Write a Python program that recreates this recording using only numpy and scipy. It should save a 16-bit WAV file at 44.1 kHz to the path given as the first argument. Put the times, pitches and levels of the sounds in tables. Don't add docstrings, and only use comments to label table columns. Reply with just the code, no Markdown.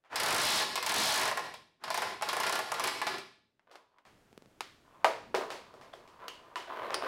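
import sys
import numpy as np
from scipy import signal
from scipy.io import wavfile
from scipy.ndimage import uniform_filter1d

SR = 44100
rng = np.random.default_rng(int(sys.argv[2]) if len(sys.argv) > 2 else 0)


def int16_out(signal):
    q = np.round(np.clip(np.atleast_2d(signal).T, -1, 1) * 32767)
    wavfile.write(sys.argv[1], SR, q.astype(np.int16))


N = 311787
T = np.arange(N) / SR
TURN_UP_S = 4.05

# frequency in Hz, relative level in dB.
ROOM_TONE_EQ = [(20, 1), (80, 1), (170, -4), (350, 1), (480, -2), (620, -1), (1000, -7), (1450, -6.5),
                (2100, -11), (3000, -12.5), (3800, -16), (7000, -19), (15500, -28)]
WALL_EQ = [(30, -7.5), (150, -2), (260, -0.5), (390, 10), (600, -6), (16000, 0)]
SURFACE_EQ = [(20,-71), (60,-49), (180,-19.5), (380,-9.5), (650,4), (880,-8), (1060,-6.5), (1250,-10),
              (1500,-3.5), (2000,-12), (3500,-18), (7000,-38), (15000,-40)]
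JOLT_EQ = [(60, -55), (300, -30), (700, -15), (900, -3), (1020, 0), (1180, -3), (1500, -15), (3000, -32),
           (8000, -60), (16000, -75)]
CLINK_EQ = [(60, -45), (170, -41), (300, -3.5), (1000, -2), (2000, 1.5), (4500, -1), (6500, -10),
            (10000, -16.5), (16000, -28.5)]
MOTOR_EQ = [(20, -46), (60, -16.5), (150, -13.5), (400, -3.5), (900, 3), (1500, 2), (3000, -10),
            (5000, -17), (7000, -24.5), (16000, -38.5)]
HISS_EQ = [(200, -50), (1500, -24.5), (2600, -11.5), (3400, -2.5), (4200, -3), (5200, -5.5), (6400, -11.5),
           (10000, -16.5), (16000, -31)]
BRACKET_EQ = [(25,-36), (60,-33), (130,-14.5), (300,-14), (450,-6), (700,4.5), (1050,7), (1400,-1),
              (2200,-4.5), (5000,-27.5), (16000,-68.5)]
SOCKET_EQ = [(300, -46), (1300, -13), (2000, 1), (3000, -1), (4200, -2), (5300, -3), (6300, -13.5),
             (10000, -16.5), (16000, -30.5)]
ANVIL_EQ = [(200, -49), (1500, -23.5), (5000, 2), (7000, 1), (11000, -2), (13000, -6.5), (16000, -15.5)]
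RUMBLE_EQ = [(20, -19.5), (50, -9.5), (110, 1), (220, 0.5), (400, -2.5), (1000, -25.5), (4000, -65.5)]
THUMP_EQ = [(40, -32), (200, 4.5), (450, 3.5), (1000, -11), (4000, -17.5), (15000, -38)]
SNAP_EQ = [(100, -55), (500, 14), (4000, -4), (10000, -5), (16000, 1)]
# frequency in Hz, t60 in seconds.
ROOM_DECAY = [(100, 1), (250, 0.41), (550, 0.43), (1400, 0.45), (3700, 0.53), (7000, 0.44), (10000, 0.4),
              (16000, 0.34)]

# start in seconds, end in seconds, level in dB.
LOW_SWELLS = [(.19, .56, -41), (.93, 1.01, -34.5), (4.4, 4.47, -72), (4.95, 5.9, -72.5), (5.12, 5.35, -63),
              (6.76, 7.07, -65)]
SCRAPES_AND_ROLLS = [(3.66, 3.77, -54.5), (3.91, 4.0, -63), (4.84, 5.05, -56), (5.33, 5.43, -33),
                     (5.56, 6.54, -55), (6.18, 6.25, -47), (6.665, 6.94, -34.5), (7.0, 7.07, -29)]
SOCKET_SPINS = [(1.25, 1.45, -64), (2.78, 2.89, -35), (3.03, 3.14, -43)]
FULL_SPEED_HISSES = [(.36, .59, -22.5), (.92, 1.12, -23)]
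# start in seconds, thump and snap levels in dB, the snap's top edge in Hz.
TICK_CUES = [(4.329,-44,-69,14000), (4.3774,-36.5,-54,15000), (4.4225,-42.5,-67,14000),
             (4.459,-46.5,-70,12000), (4.608,-57,-28.5,10800), (6.2835,-67,-40,17000)]
# start in seconds, then modes, each with pitch in Hz, level in dB, t60 in seconds.
CHIME_CUES = [(5.0455, [(657,-20.5,0.25), (958,-24,0.27), (1217,-21,.16)]), (5.934, [(3320,-40.5,0.043)]),
              (6.281, [(2880,-41,0.3), (3120,-42,0.23), (4500,-53,.16), (6400,-51,0.12)]),
              (6.5584, [(993,-21,0.069), (1180,-34,0.16), (2980,-41.5,0.42)]), (6.9436, [(3870,-49,.17),
              (4750,-33,0.18), (5250,-36,0.23), (5600,-50,0.18), (9300,-31,0.047)])]
# start in seconds, level in dB, body pitch in Hz, clink against body in dB, # the body's clatter t60 in
# seconds, room send in dB.
KNOCK_CUES = [(0.039,-53.5,970,-26,0.046,8), (.13,-31,905,-20,0.04,-19), (2.13,-30,1040,-26.5,0.032,-5),
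              (2.2124,-26.5,886,-9,0.065,-7.5), (3.595,-51,940,-22,0.033,-9.5),
              (3.714,-45,750,-0.5,.054,-3), (3.756,-40.5,696,-1,0.037,-16.5), (3.985,-48,1090,-12,0.06,-17),
              (4.053,-45.5,960,-8,0.071,1.5), (4.6072,-27.5,1180,0.5,.04,-10.5),
              (5.0455,-5.5,820,-13,0.063,-8.5), (5.344,-12.5,530,-39,0.039,-11.5),
              (5.349,-13.5,700,-8,0.095,-6.5), (5.504,-25,855,-4.5,0.048,-1.5),
              (5.740,-39,633,-10,0.057,-3.5), (5.813,-40,830,-6,.047,-0.5), (5.937,-35,720,-8.5,0.033,-3.5),
              (6.077,-49,597,1.5,0.026,-2.5), (6.282,-35,1010,5.5,0.025,-7), (6.5579,-23,984,-7.5,0.022,-3),
              (6.9058,-20.5,830,-23,0.013,-2.5), (6.9302,-32.5,970,-23,.017,10),
              (6.9436,-17,626,-1,0.014,-16), (7.05,-28,900,-29,0.045,-12)]
# pitch in Hz, level in dB, t60 in seconds.
STEEL_MODES = [(397.6,5,0.3), (476,-3,0.05), (640,2,.08), (855,1,0.063), (1059,-0.5,.06), (1220,-12,0.078),
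               (1398,3.5,0.067), (1710,4.5,0.052), (1910,-8.5,0.035), (2230,-15.5,.05), (2560,-8.5,.09),
               (2930,-8,0.12), (3393,-3,.06), (3592,-11.5,0.074), (3716,-10.5,.07), (3860,-4,.08),
               (4200,0.5,0.052)]
# press and release in seconds, motor whirr and frame buffeting in dB.
TRIGGER_PULLS = [(0.088, 0.624, -24, -52), (.75, 1.283, -26, -46.5), (1.789, 2.079, -36.5, -54),
                 (2.21, 2.572, -25, -53), (2.7, 2.887, -25, -58), (3.0, 3.111, -31.5, -64.5)]
# start in seconds, crack, knock and ring in dB.
LONE_BLOWS = [(.756, -37.5, -35, -28), (.776, -39, -24, -23.5), (1.313, -40.5, -25.5, -31.5),
              (1.3734, -45.5, -32.5, -40.5), (1.393, -56, -41.5, -61), (1.54, -66.5, -53.5, -52),
              (1.838, -64, -48.5, -45.5), (1.879, -73, -48.5, -51), (2.02, -44.5, -28.5, -36),
              (2.2225, -44, -32.5, -35), (2.59, -35.5, -22.5, -28.5), (2.7183, -38.5, -26.5, -43),
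              (2.741, -49, -36, -35.5), (3.0156, -41.5, -25, -31), (3.068, -47, -30, -32),
              (3.183, -63, -55, -50.5)]
# start in seconds, blow count, then first gap, full-speed gap and the
# lengthening of the last gap in seconds.
HAMMER_RUNS = [(.1578, 23, .0418, .017, .0067), (.8268, 23, .0365, .0171, .0067), (1.9035, 3, .04, .017, 0),
               (2.2885, 9, .0414, .0289, 0), (2.7968, 3, .0422, .0212, 0)]
# anvil crack, bracket knock and socket ring in dB.
RUN_LEVELS = [(-36.5, -34.5, -29), (-35.5, -34, -30.5), (-37.5, -29.5, -29.5), (-36, -27, -28),
              (-37.5, -28, -28.5)]


def amp(db):
    return 10 ** (np.asarray(db) / 20)


def unit_rms(x):
    return x / np.sqrt(np.mean(x ** 2) + 1e-20)


def curve_at(curve, hz):
    freqs, values = np.transpose(curve)
    return np.interp(np.log(hz + 1), np.log(freqs + 1), values)


def add(mix, start, sound):
    part = mix[max(round(start * SR), 0):][:len(sound)]
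    part += sound[:len(part)]


def colour(x, eq, size=4096):
    log_gain = np.log(amp(curve_at(eq, abs(np.fft.fftfreq(size, 1 / SR)))))
    taps = np.fft.ifft(np.exp(np.conj(signal.hilbert(log_gain)))).real[:size // 2]
    return signal.oaconvolve(x, taps / np.linalg.norm(taps))[:len(x)]


def noise(eq):
    return colour(rng.standard_normal(N), eq)


def swells(rows, rise_s, fall_s):
    t = T[::32]
    gain = 0
    for start, end, db in rows:
        rise = (1 - np.exp(-np.maximum(t - start, 0) / rise_s)) ** 2
        gain += amp(db) * rise * np.exp(-np.maximum(t - end, 0) / fall_s)
    return np.interp(T, t, gain)


def contact(t60, push=0., size=8192):
    chatter = rng.standard_normal(size) * amp(-60 * np.arange(size) / SR / t60)
    chatter /= np.linalg.norm(chatter)
    chatter[0] += push
    return chatter / np.hypot(1, push)


def garage(x, predelay_s=0.007, build_s=0.00097, crossfade_hz=5, count=3):
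    hz, t, bands = signal.stft(rng.standard_normal((count, SR)), SR, nperseg=256)
    decay_db = curve_at(WALL_EQ, hz)[:, None] - 60 * t / curve_at(ROOM_DECAY, hz)[:, None]
    tails = signal.istft(bands * amp(decay_db), SR, nperseg=256)[1]
    tails *= 1 - np.exp(-np.maximum(np.arange(tails.shape[1]) / SR - predelay_s, 0) / build_s)
    tails /= np.linalg.norm(tails[0])
    sends = np.sqrt(2 / count) * np.cos(np.pi * (crossfade_hz * T + np.arange(count)[:, None] / count))
    return signal.fftconvolve(x * sends, tails, axes=1).sum(0)[:N]


def air():
    turned_up = T >= TURN_UP_S
    room_tone = amp(np.where(turned_up, -68, -87)) * noise(ROOM_TONE_EQ)
    bed = amp(np.where(turned_up, -71, -88))
    shaking = swells([(on, off, db) for on, off, _, db in TRIGGER_PULLS], rise_s=0.082, fall_s=0.11)
    low_swells = swells(LOW_SWELLS, rise_s=0.043, fall_s=0.037)
    return room_tone + (bed + shaking + low_swells) * noise(RUMBLE_EQ)


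def scrapes_and_rolls(bumps_per_s=160, spread_db=1.0, grit=0.18, jolts_per_s=55):
    bumps = (rng.random(N) < bumps_per_s / SR) * amp(spread_db * rng.standard_normal(N).clip(-2, 2))
    pace = np.repeat(rng.exponential(size=N // 512 + 1), 512)[:N]
    jolts = np.diff(np.floor(np.cumsum(pace) * jolts_per_s / SR), prepend=0)
    texture = unit_rms(bumps) + grit * rng.standard_normal(N)
    surface = amp(-1) * colour(texture, SURFACE_EQ) + amp(1.5) * colour(unit_rms(jolts), JOLT_EQ)
    moving = swells(SCRAPES_AND_ROLLS, rise_s=0.0081, fall_s=0.0083) * surface
    return amp(-12) * moving + garage(amp(-9.5) * moving)


def ticks():
    thumps, snaps = np.zeros((2, N))
    for start, thump_db, snap_db, edge_hz in TICK_CUES:
        add(thumps, start, amp(thump_db) * contact(t60=0.013, push=3.9))
        high_cut = signal.butter(6, edge_hz, fs=SR, output="sos")
        add(snaps, start, amp(snap_db) * signal.sosfilt(high_cut, contact(t60=0.009, push=0.6)))
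    return amp(13.5) * colour(thumps, THUMP_EQ) + amp(17.5) * colour(snaps, SNAP_EQ)


def chimes(flutter_depth=0.0395):
    t, notes = np.arange(SR // 2) / SR, np.zeros(N)
    for start, modes in CHIME_CUES:
        for hz, db, t60 in modes:
            flutter = unit_rms(uniform_filter1d(rng.standard_normal(len(t)), size=80))
            cycles = np.cumsum(hz * (1 + flutter_depth * flutter)) / SR
            add(notes, start, amp(db - 60 * t / t60) * np.sin(2 * np.pi * cycles))
    low_cut = signal.butter(2, 400, "high", fs=SR, output="sos")
    notes = signal.sosfilt(low_cut, notes)
    return amp(-5) * notes + garage(amp(-13) * notes)


def body_eq(hz):
    return [(hz / 12, -60), (hz / 3, -25), (hz / 1.54, -5), (hz, 0),
            (hz * 1.22, -4), (hz * 3, -14), (hz * 6, -32), (hz * 16, -52)]


def knocks():
    close, send = np.zeros((2, N))
    click = signal.unit_impulse(8192)
    for start, db, hz, clink_db, t60, room_db in KNOCK_CUES:
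        body = colour(contact(t60, push=0.8), body_eq(hz))
        clink = colour(contact(t60 * 2.1, push=0.77), CLINK_EQ)
        add(close, start, amp(db + 13) * (body + amp(clink_db) * clink))
        clean_hit = colour(click, body_eq(hz)) + amp(clink_db) * colour(click, CLINK_EQ)
        add(send, start, amp(db + room_db + 17.5) * clean_hit)
    return close + garage(send)


def socket_hum(hz=378, width_hz=71):
    pole = np.exp(-np.pi * width_hz / SR)
    wander = rng.standard_normal(N) + 1j * rng.standard_normal(N)
    for _ in range(2):
        wander = signal.lfilter([1], [1, -pole], wander)
    hum = unit_rms((wander * np.exp(2j * np.pi * hz * T)).real)
    return swells(SOCKET_SPINS, rise_s=0.055, fall_s=0.051) * hum


def steel_ring(x):
    t = np.arange(SR // 2) / SR
    ring = 0
    for hz, db, t60 in STEEL_MODES:
        fade = amp(-60 * t / t60)
        ring += amp(db) * 2 * fade / fade.sum() * np.cos(2 * np.pi * hz * t)
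    return x + amp(-4) * signal.fftconvolve(x, ring)[:N]


def hammering(start, blows, first_gap, full_gap, sag, crack_db, knock_db, ring_db, scatter_db=1.5):
    blow = np.arange(blows)
    gaps = full_gap + (first_gap - full_gap) * 0.657 ** blow
    easing_s = sag * 0.64 ** blow[::-1]
    times = start + np.cumsum(gaps) - gaps + np.cumsum(easing_s)
    softening_db = -1100 * easing_s
    crack, knock, ring = scatter_db * rng.standard_normal((blows, 3)).T
    return np.column_stack([times, crack + crack_db + softening_db, knock + knock_db, ring + ring_db])


def wrench():
    runs = [hammering(*run, *levels) for run, levels in zip(HAMMER_RUNS, RUN_LEVELS)]
    crack, socket, bracket = np.zeros((3, N))
    for start, crack_db, knock_db, ring_db in np.vstack([LONE_BLOWS] + runs):
        add(crack, start, amp(crack_db) * contact(t60=0.03))
        add(socket, start, amp(ring_db) * contact(t60=0.12))
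        add(bracket, start, amp(knock_db) * contact(t60=0.064))
    anvil = amp(37.5) * colour(crack, ANVIL_EQ)
    metal = amp(31.5) * colour(socket, SOCKET_EQ) + amp(34.5) * colour(bracket, BRACKET_EQ)
    throttle = swells([(on, off, db) for on, off, db, _ in TRIGGER_PULLS], rise_s=0.082, fall_s=0.024)
    motor = amp(-4) * throttle * noise(MOTOR_EQ)
    body = steel_ring(metal + motor)
    hiss = swells(FULL_SPEED_HISSES, rise_s=0.036, fall_s=0.047) * noise(HISS_EQ)
    return hiss + anvil + body + garage(amp(-11) * anvil + amp(-5.5) * body)


def scene():
    return (wrench() + socket_hum() + knocks() + chimes() + ticks() + scrapes_and_rolls() + air())[None]


def record(dry, threshold_db=-27.5, release_db_per_s=85, high_cut_hz=15950):
    x = dry[0]
    lift_db = np.where(T < TURN_UP_S, 0, 17)
    power_db = 10 * np.log10(abs(uniform_filter1d(x ** 2, size=400)) + 1e-14)
    over_db = np.maximum(power_db - threshold_db - lift_db, 0)
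    release_db = T * release_db_per_s
    duck_db = np.maximum.accumulate(over_db + release_db) - release_db
    ducked = x / amp(uniform_filter1d(duck_db, size=100))
    excess = abs(uniform_filter1d(ducked ** 2, size=150)) / amp(lift_db - 29.3) ** 2
    limited = ducked / np.sqrt(uniform_filter1d(np.maximum(excess, 1), size=60))
    ceiling = amp(lift_db - 22.8)
    clipped = limited / (1 + (limited / ceiling) ** 8) ** (1 / 8)
    high_cut = signal.firwin(511, high_cut_hz, window=("kaiser", 9), fs=SR)
    return signal.oaconvolve(clipped, high_cut, "same")[None]


dry = scene()
out = record(dry)
int16_out(out)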